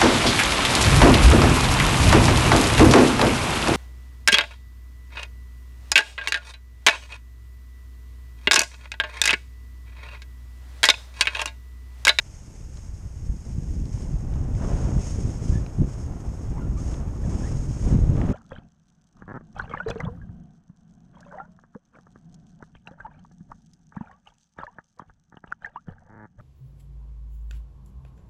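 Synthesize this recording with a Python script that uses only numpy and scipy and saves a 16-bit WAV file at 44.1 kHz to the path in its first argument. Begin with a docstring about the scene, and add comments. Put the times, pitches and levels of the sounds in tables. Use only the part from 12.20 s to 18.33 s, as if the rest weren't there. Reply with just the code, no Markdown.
"""Low, gusty wind thumps on a body-worn camera over the hiss of a skier gathering speed in powder.
Swirls of air buffet the microphone and break into a finer rush, all growing with airspeed.
The skis hiss and plough through the chopped snow, louder in each skid; the camera's housing
colours the hiss. The gear squeaks now and then, and bits of snow tick against it."""
import sys
import numpy as np
from scipy import signal
from scipy.fft import rfft, irfft
from scipy.io import wavfile
from scipy.ndimage import uniform_filter1d

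SR = 44100
rng = np.random.default_rng(int(sys.argv[2]) if len(sys.argv) > 2 else 0)


def log_audio(samples):
    """Write samples as a 16-bit WAV file to the path given in sys.argv[1]."""
    # one column per channel
    frames = np.atleast_2d(samples).T
    # limit to full scale, then quantise
    limited = np.clip(frames, -1, 1)
    pcm = np.round(limited * 32767).astype(np.int16)
    wavfile.write(sys.argv[1], SR, pcm)


N = 270333
T = np.arange(N) / SR

# How strong each noise is from bass to treble: frequency_hz, level_db
BACKGROUND_COLOUR = [(100, 10), (700, 10), (2000, 3), (4000, -10), (8000, -3.5), (11000, -9.5), (13000, -8),
                     (15000, -32)]
SNOW_HISS_COLOUR = [(400, 1), (1200, -6.5), (2000, -0.5), (2900, -3), (4100, -9.5), (5500, -3.5),
                    (7500, 0.5), (9500, -5.5), (10800, -20), (13000, -28), (15000, -38)]
SNOW_ROAR_COLOUR = [(150, -3), (350, 4.5), (550, 2), (850, -2), (1400, -10), (2100, -18.5), (3000, -24.5),
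                    (4200, -34), (9000, -80)]
WIND_BUFFET_COLOUR = [(10, -29), (22, 5.5), (38, 6.5), (60, 8), (95, 1.5), (135, -8.5), (200, -23.5),
                      (400, -45)]
WIND_FLUTTER_COLOUR = [(60, -46), (100, 1.5), (135, -1), (200, -7), (300, -13.5), (450, -23.5), (800, -40),
                       (2000, -72.5)]
WIND_RUSH_COLOUR = [(150, -8), (350, 4.5), (550, 2), (850, -6), (1400, -12.5), (2100, -19.5), (3000, -22),
                    (4200, -27.5), (9000, -78)]
# Where the air in the camera's housing rings: pitch_hz, width_hz, boost_db
HOUSING_RINGS = [(5350, 960, 8.5), (6510, 390, 12)]
# Snow crumbs and knocks on the gear: start_s, level_db, lowest_hz, highest_hz
GEAR_TICKS = [(.572, -43, 3000, 7300), (1.656, -40, 2380, 6900), (2.138, -46, 1200, 4896),
              (2.35, -44, 1800, 4000), (3.4634, -35.5, 1150, 3850), (4.742, -39, 1000, 3200),
              (5.968, -42, 1200, 3500), (6.0152, -26, 420, 2000)]
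# Rubbing gear: start_s, length_s, start_pitch_hz, end_pitch_hz, level_db, pitch_wobble_share
GEAR_SQUEAKS = [(3.33, 0.058, 1710, 1763, -48.5, 0.019), (4.336, .081, 820, 966, -47.5, .08),
                (4.388, 0.092, 1450, 1330, -56, 0.039), (4.56, 0.043, 1130, 1224, -49, .035),
                (5.035, .018, 1640, 1790, -55, .04), (5.224, 0.061, 1580, 2000, -51, 0.033)]
# Hiss of running straight, fainter when the skis lighten: time_s, level_db
GLIDE_HISS = [(0, -56), (.8, -59.5), (1.65, -56.5), (2.27, -60.5), (2.5, -50), (3.95, -61.5), (4.05, -57.5),
              (4.45, -60), (4.9, -61.5), (5.2, -52), (5.9, -57.5), (6.13, -56.5)]
# An edge bites and throws snow: start_s, hold_s, hiss_db, roar_db
EDGE_SKIDS = [(0.54, 0.031, -55, -80), (1.242, 0.037, -60, -52), (1.712, 0.11, -53.5, -49),
              (2.09, 0.064, -68, -44.5), (2.359, 0.36, -56.5, -36), (2.802, 0.092, -45, -50),
              (2.96, .15, -51.5, -54), (3.22, .12, -50.5, -49), (3.663, 0.15, -55.5, -62),
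              (4.576, .15, -51.5, -45.5), (4.75, 0.03, -73, -40.5), (5.022, 0.1, -70, -40.5),
              (5.09, 0.22, -52.5, -43), (5.355, .07, -57, -63), (5.5, 0.082, -52.5, -49),
              (5.606, 0.087, -49.5, -38.5), (5.935, 0.25, -73, -35)]
# Air streaming past the camera: time_s, share_of_cruising_speed
AIR_SPEEDS = [(0, 0.44), (.45, 0.56), (.78, 0.5), (1.05, 0.79), (1.45, 0.84), (2.2, 1.012), (2.6, 1.196),
              (3.35, 1.175), (3.8, .89), (4.25, 0.92), (4.45, 1.076), (4.92, 0.86), (5.1, 1.11),
              (5.6, 0.96), (5.72, 1.33), (6.13, 1.37)]
# Single hard swirls of air: start_s, length_s, pitch_hz, level_db
HARD_SWIRLS = [(.96, .018, 110, -26), (1.343, 0.021, 127, -25), (1.379, 0.014, 150, -20),
               (1.501, 0.016, 230, -42), (1.928, 0.021, 130, -22.5), (2.755, 0.025, 112, -16.5),
               (3.044, 0.017, 130, -18.5), (3.591, 0.039, 97, -16.5), (5.071, 0.018, 139, -22),
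               (5.342, 0.022, 129, -20), (5.488, .02, 157, -24), (5.740, 0.032, 139, -13.5),
               (5.888, 0.027, 152.7, -15.5)]
# Brief gusts and lulls: middle_s, length_s, buffet_change_db, flutter_change_db
GUSTS_AND_LULLS = [(0.26, 0.14, -9, 3), (0.717, 0.097, 6, 0.5), (0.864, 0.034, 11, -2),
                   (0.933, 0.1, -4, -8), (1.111, 0.1, 7, 2.5), (1.205, .12, -8, -9), (1.564, 0.24, 5, 1.5),
                   (1.682, 0.04, -11, -3), (1.94, 0.056, 7, 0.5), (1.99, 0.1, -1, -5.5),
                   (2.157, 0.053, 7, 1), (2.786, 0.057, 4.5, 6.5), (2.876, 0.25, -4.5, -8.5),
                   (3.18, 0.17, -4, -6), (3.36, 0.23, 3.5, 2), (3.5, 0.2, -9, -8), (3.629, .11, 8.5, 8.5),
                   (3.717, 0.14, -5.5, -4), (3.998, 0.091, -7, -5.5), (4.178, 0.049, -8, -9.5),
                   (4.493, 0.05, 7, 1.5), (5.662, 0.053, 10, 3.5), (5.73, 0.07, 6.5, 7),
                   (5.825, 0.088, 6, -1), (6.11, 0.074, -8, 2.5)]

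BACKGROUND_DB, WHINE_HZ, WHINE_DB = -62, 877, -75
SKID_ATTACK_S, SKID_RELEASE_S = 0.039, 0.086
ROAR_BUILD_S, ROAR_SAG_DB_PER_S = 0.042, 10.5
SLOW_PLOUGH_DB, PLOUGH_DB = -60, -48
UP_TO_SPEED_S, PLOUGH_RISE_DB_PER_S = 2.12, 23
BUFFET_DB, FLUTTER_DB, RUSH_DB = -28, -32, -59  # at cruising speed, before gusts
BUFFET_POWER, FLUTTER_POWER, RUSH_POWER = 1.8, 3, 5.9  # how steeply each grows with airspeed
RUSH_GUST_SHARE = 0.73  # how far the rush follows the flutter in a gust


def undb(db):
    """Turn decibels into a number to multiply by."""
    return 10 ** (np.asarray(db) / 20)


def unit(x):
    """Scale a signal to an average strength (rms) of 1."""
    return x / np.sqrt(np.mean(x ** 2) + 1e-18)


def curve(table):
    """Join (time, value) points with straight lines."""
    return np.interp(T, *np.transpose(table))


def colour(x, points):
    """Shape a sound's bass and treble, falling steeply above the last point."""
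    hz, db = np.transpose(points)
    f = np.maximum(np.fft.rfftfreq(len(x), 1 / SR), 1)
    gain = undb(np.interp(np.log(f), np.log(hz), db)) * np.minimum(hz[-1] / f, 1) ** 2
    return irfft(rfft(x) * gain, len(x))


def wander(rate_hz):
    """A smooth random drift with a typical size of 1."""
    f = np.fft.rfftfreq(N, 1 / SR)
    return unit(irfft(rfft(rng.standard_normal(N)) / (1 + (f / rate_hz) ** 2), N))


def steady(x, span_s):
    """Even out a signal's slow swells and keep its fast ones."""
    size = max(int(span_s * SR), 2)
    local_power = uniform_filter1d(uniform_filter1d(x ** 2, size), size)
    return x / np.sqrt(local_power + 1e-12)


def impacts(per_second, spread_db):
    """Tiny pushes and pulls of uneven size at random times."""
    chance, size = rng.random(N), rng.standard_normal(N)
    return (chance < per_second / SR) * rng.choice([-1, 1], N) * undb(spread_db * np.clip(size, -2, 2))


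def housing(x):
    """The hollow in front of the microphone rings in the treble."""
    f = np.maximum(np.fft.rfftfreq(N, 1 / SR), 1)
    ringing = sum(undb(db) ** 2 / (1 + (2 * (f - hz) / width) ** 2) ** 1.5
                  for hz, width, db in HOUSING_RINGS)
    return irfft(rfft(x) * np.sqrt(1 + ringing), N)


def swell(start, length):
    """A rounded rise and fall in loudness."""
    return np.sqrt(np.maximum(np.sin(np.pi * np.clip((T - start) / length, 0, 1)), 0))


def background():
    """A faint, even hiss and a fainter steady whine."""
    hiss = unit(colour(rng.standard_normal(N), BACKGROUND_COLOUR)) * undb(BACKGROUND_DB)
    whine = undb(WHINE_DB) * np.sqrt(2) * np.sin(2 * np.pi * WHINE_HZ * T)
    return hiss + whine


def ticks(size=2048, die_away_s=0.008):
    """Small blows on the gear each make a quick crack; heavier ones are duller."""
    out, age = np.zeros(N + size), np.arange(size) / SR
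    fade = np.exp(-np.log(1000) * age / die_away_s)
    for start, db, low_hz, high_hz in GEAR_TICKS:
        band = signal.butter(3, [low_hz, high_hz], btype="band", fs=SR, output="sos")
        crack = signal.sosfilt(band, rng.standard_normal(size) * fade)
        at = int(start * SR)
        out[at:at + size] += undb(db) * crack / np.abs(crack).max()
    return out[:N]


def squeaks(octave_db=-15, rough_db=4):
    """Gear sticks and slips, making a shaky, sliding tone with a weak octave above it."""
    out, waver, grip = np.zeros(N), wander(190), undb(rough_db * wander(100))
    for start, length, start_hz, end_hz, db, wobble in GEAR_SQUEAKS:
        hz = np.interp(T, [start, start + length], [start_hz, end_hz]) * (1 + wobble * waver)
        phase = 2 * np.pi * np.cumsum(hz) / SR
        tone = np.sqrt(2) * (np.sin(phase) + undb(octave_db) * np.sin(2 * phase))
        out += undb(db) * swell(start, length) * grip * tone
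    return out


def skid(start, hold):
    """How hard a ski's edge digs in: it bites, holds, then lets go."""
    bite = np.clip((T - start) / SKID_ATTACK_S + .5, 0, 1)
    return bite * np.exp(-np.maximum(T - start - hold, 0) / SKID_RELEASE_S)


def skis():
    """Snow crystals break with a patchy hiss and ploughed snow roars. Skids add to both."""
    grains = unit(impacts(6500, 4.7)) + 0.77 * rng.standard_normal(N)
    lumps = undb(1.15 * wander(35))
    hiss = unit(housing(colour(grains * lumps, SNOW_HISS_COLOUR)))
    roar = unit(colour(impacts(8000, 3.4) * undb(1.45 * wander(52)), SNOW_ROAR_COLOUR))
    hiss_power = undb(curve(GLIDE_HISS)) ** 2
    plough_db = PLOUGH_DB - PLOUGH_RISE_DB_PER_S * np.maximum(UP_TO_SPEED_S - T, 0)
    roar_power = undb(SLOW_PLOUGH_DB) ** 2 + undb(plough_db) ** 2
    for start, hold, hiss_db, roar_db in EDGE_SKIDS:
        edge, age = skid(start, hold), np.maximum(T - start, 0)
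        # Snow takes a moment to heap up in front of the edge.
        heap = (1 - np.exp(-age / ROAR_BUILD_S)) * undb(roar_db - ROAR_SAG_DB_PER_S * age)
        hiss_power += (edge * undb(hiss_db)) ** 2
        roar_power += (edge * heap) ** 2
    return hiss * np.sqrt(hiss_power) + roar * np.sqrt(roar_power)


def hard_swirls():
    """A strong swirl of air rocks the pressure back and forth a few times: a thump."""
    out = np.zeros(N)
    uneven_time = np.cumsum(np.exp(0.32 * wander(66))) / SR
    for start, length, hz, db in HARD_SWIRLS:
        phase = 2 * np.pi * hz * (uneven_time - np.interp(start, T, uneven_time))
        out += undb(db) * swell(start, length) ** 2 * np.sqrt(2) * np.sin(phase)
    return out


def gusts():
    """How many decibels gusts and lulls add to or take from the buffet and the flutter."""
    swells = [swell(middle - length / 2, length) ** 2 for middle, length, _, _ in GUSTS_AND_LULLS]
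    changes_db = np.array(GUSTS_AND_LULLS)[:, 2:]
    return changes_db.T @ np.array(swells)


def wind():
    """Big swirls push on the microphone, small ones flutter on their crests, and both shed a rush."""
    speed = curve(AIR_SPEEDS)
    buffet_gust_db, flutter_gust_db = gusts()
    big = steady(colour(impacts(300, 3.06), WIND_BUFFET_COLOUR), span_s=0.076)
    crests = undb(2.57 * np.clip(big, -2, 2))
    small = steady(colour(impacts(500, 5.8) * crests, WIND_FLUTTER_COLOUR), span_s=0.051)
    shedding = 1 + 0.4 * np.abs(big) + 0.14 * np.abs(small)
    fine = unit(colour(impacts(8000, 1.2) * shedding, WIND_RUSH_COLOUR))
    buffet = big * undb(BUFFET_DB + buffet_gust_db + 2.06 * wander(25)) * speed ** BUFFET_POWER
    flutter = small * undb(FLUTTER_DB + flutter_gust_db) * speed ** FLUTTER_POWER
    rush = fine * undb(RUSH_DB + RUSH_GUST_SHARE * flutter_gust_db) * speed ** RUSH_POWER
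    return buffet + flutter + rush


def scene():
    """Wind, snow and gear over the faint background, in one channel."""
    return (background() + wind() + hard_swirls() + skis() + squeaks() + housing(ticks()))[None, :]


def record(dry):
    """The camera cuts the highest treble; both ends fade softly."""
    top_hz, fade_s = 13600, 0.004
    fade = np.clip(np.minimum(T, T[-1] - T) / fade_s, 0, 1)
    return signal.sosfilt(signal.ellip(8, .2, 80, top_hz, fs=SR, output="sos"), dry * fade)


dry = scene()
out = record(dry)
log_audio(out)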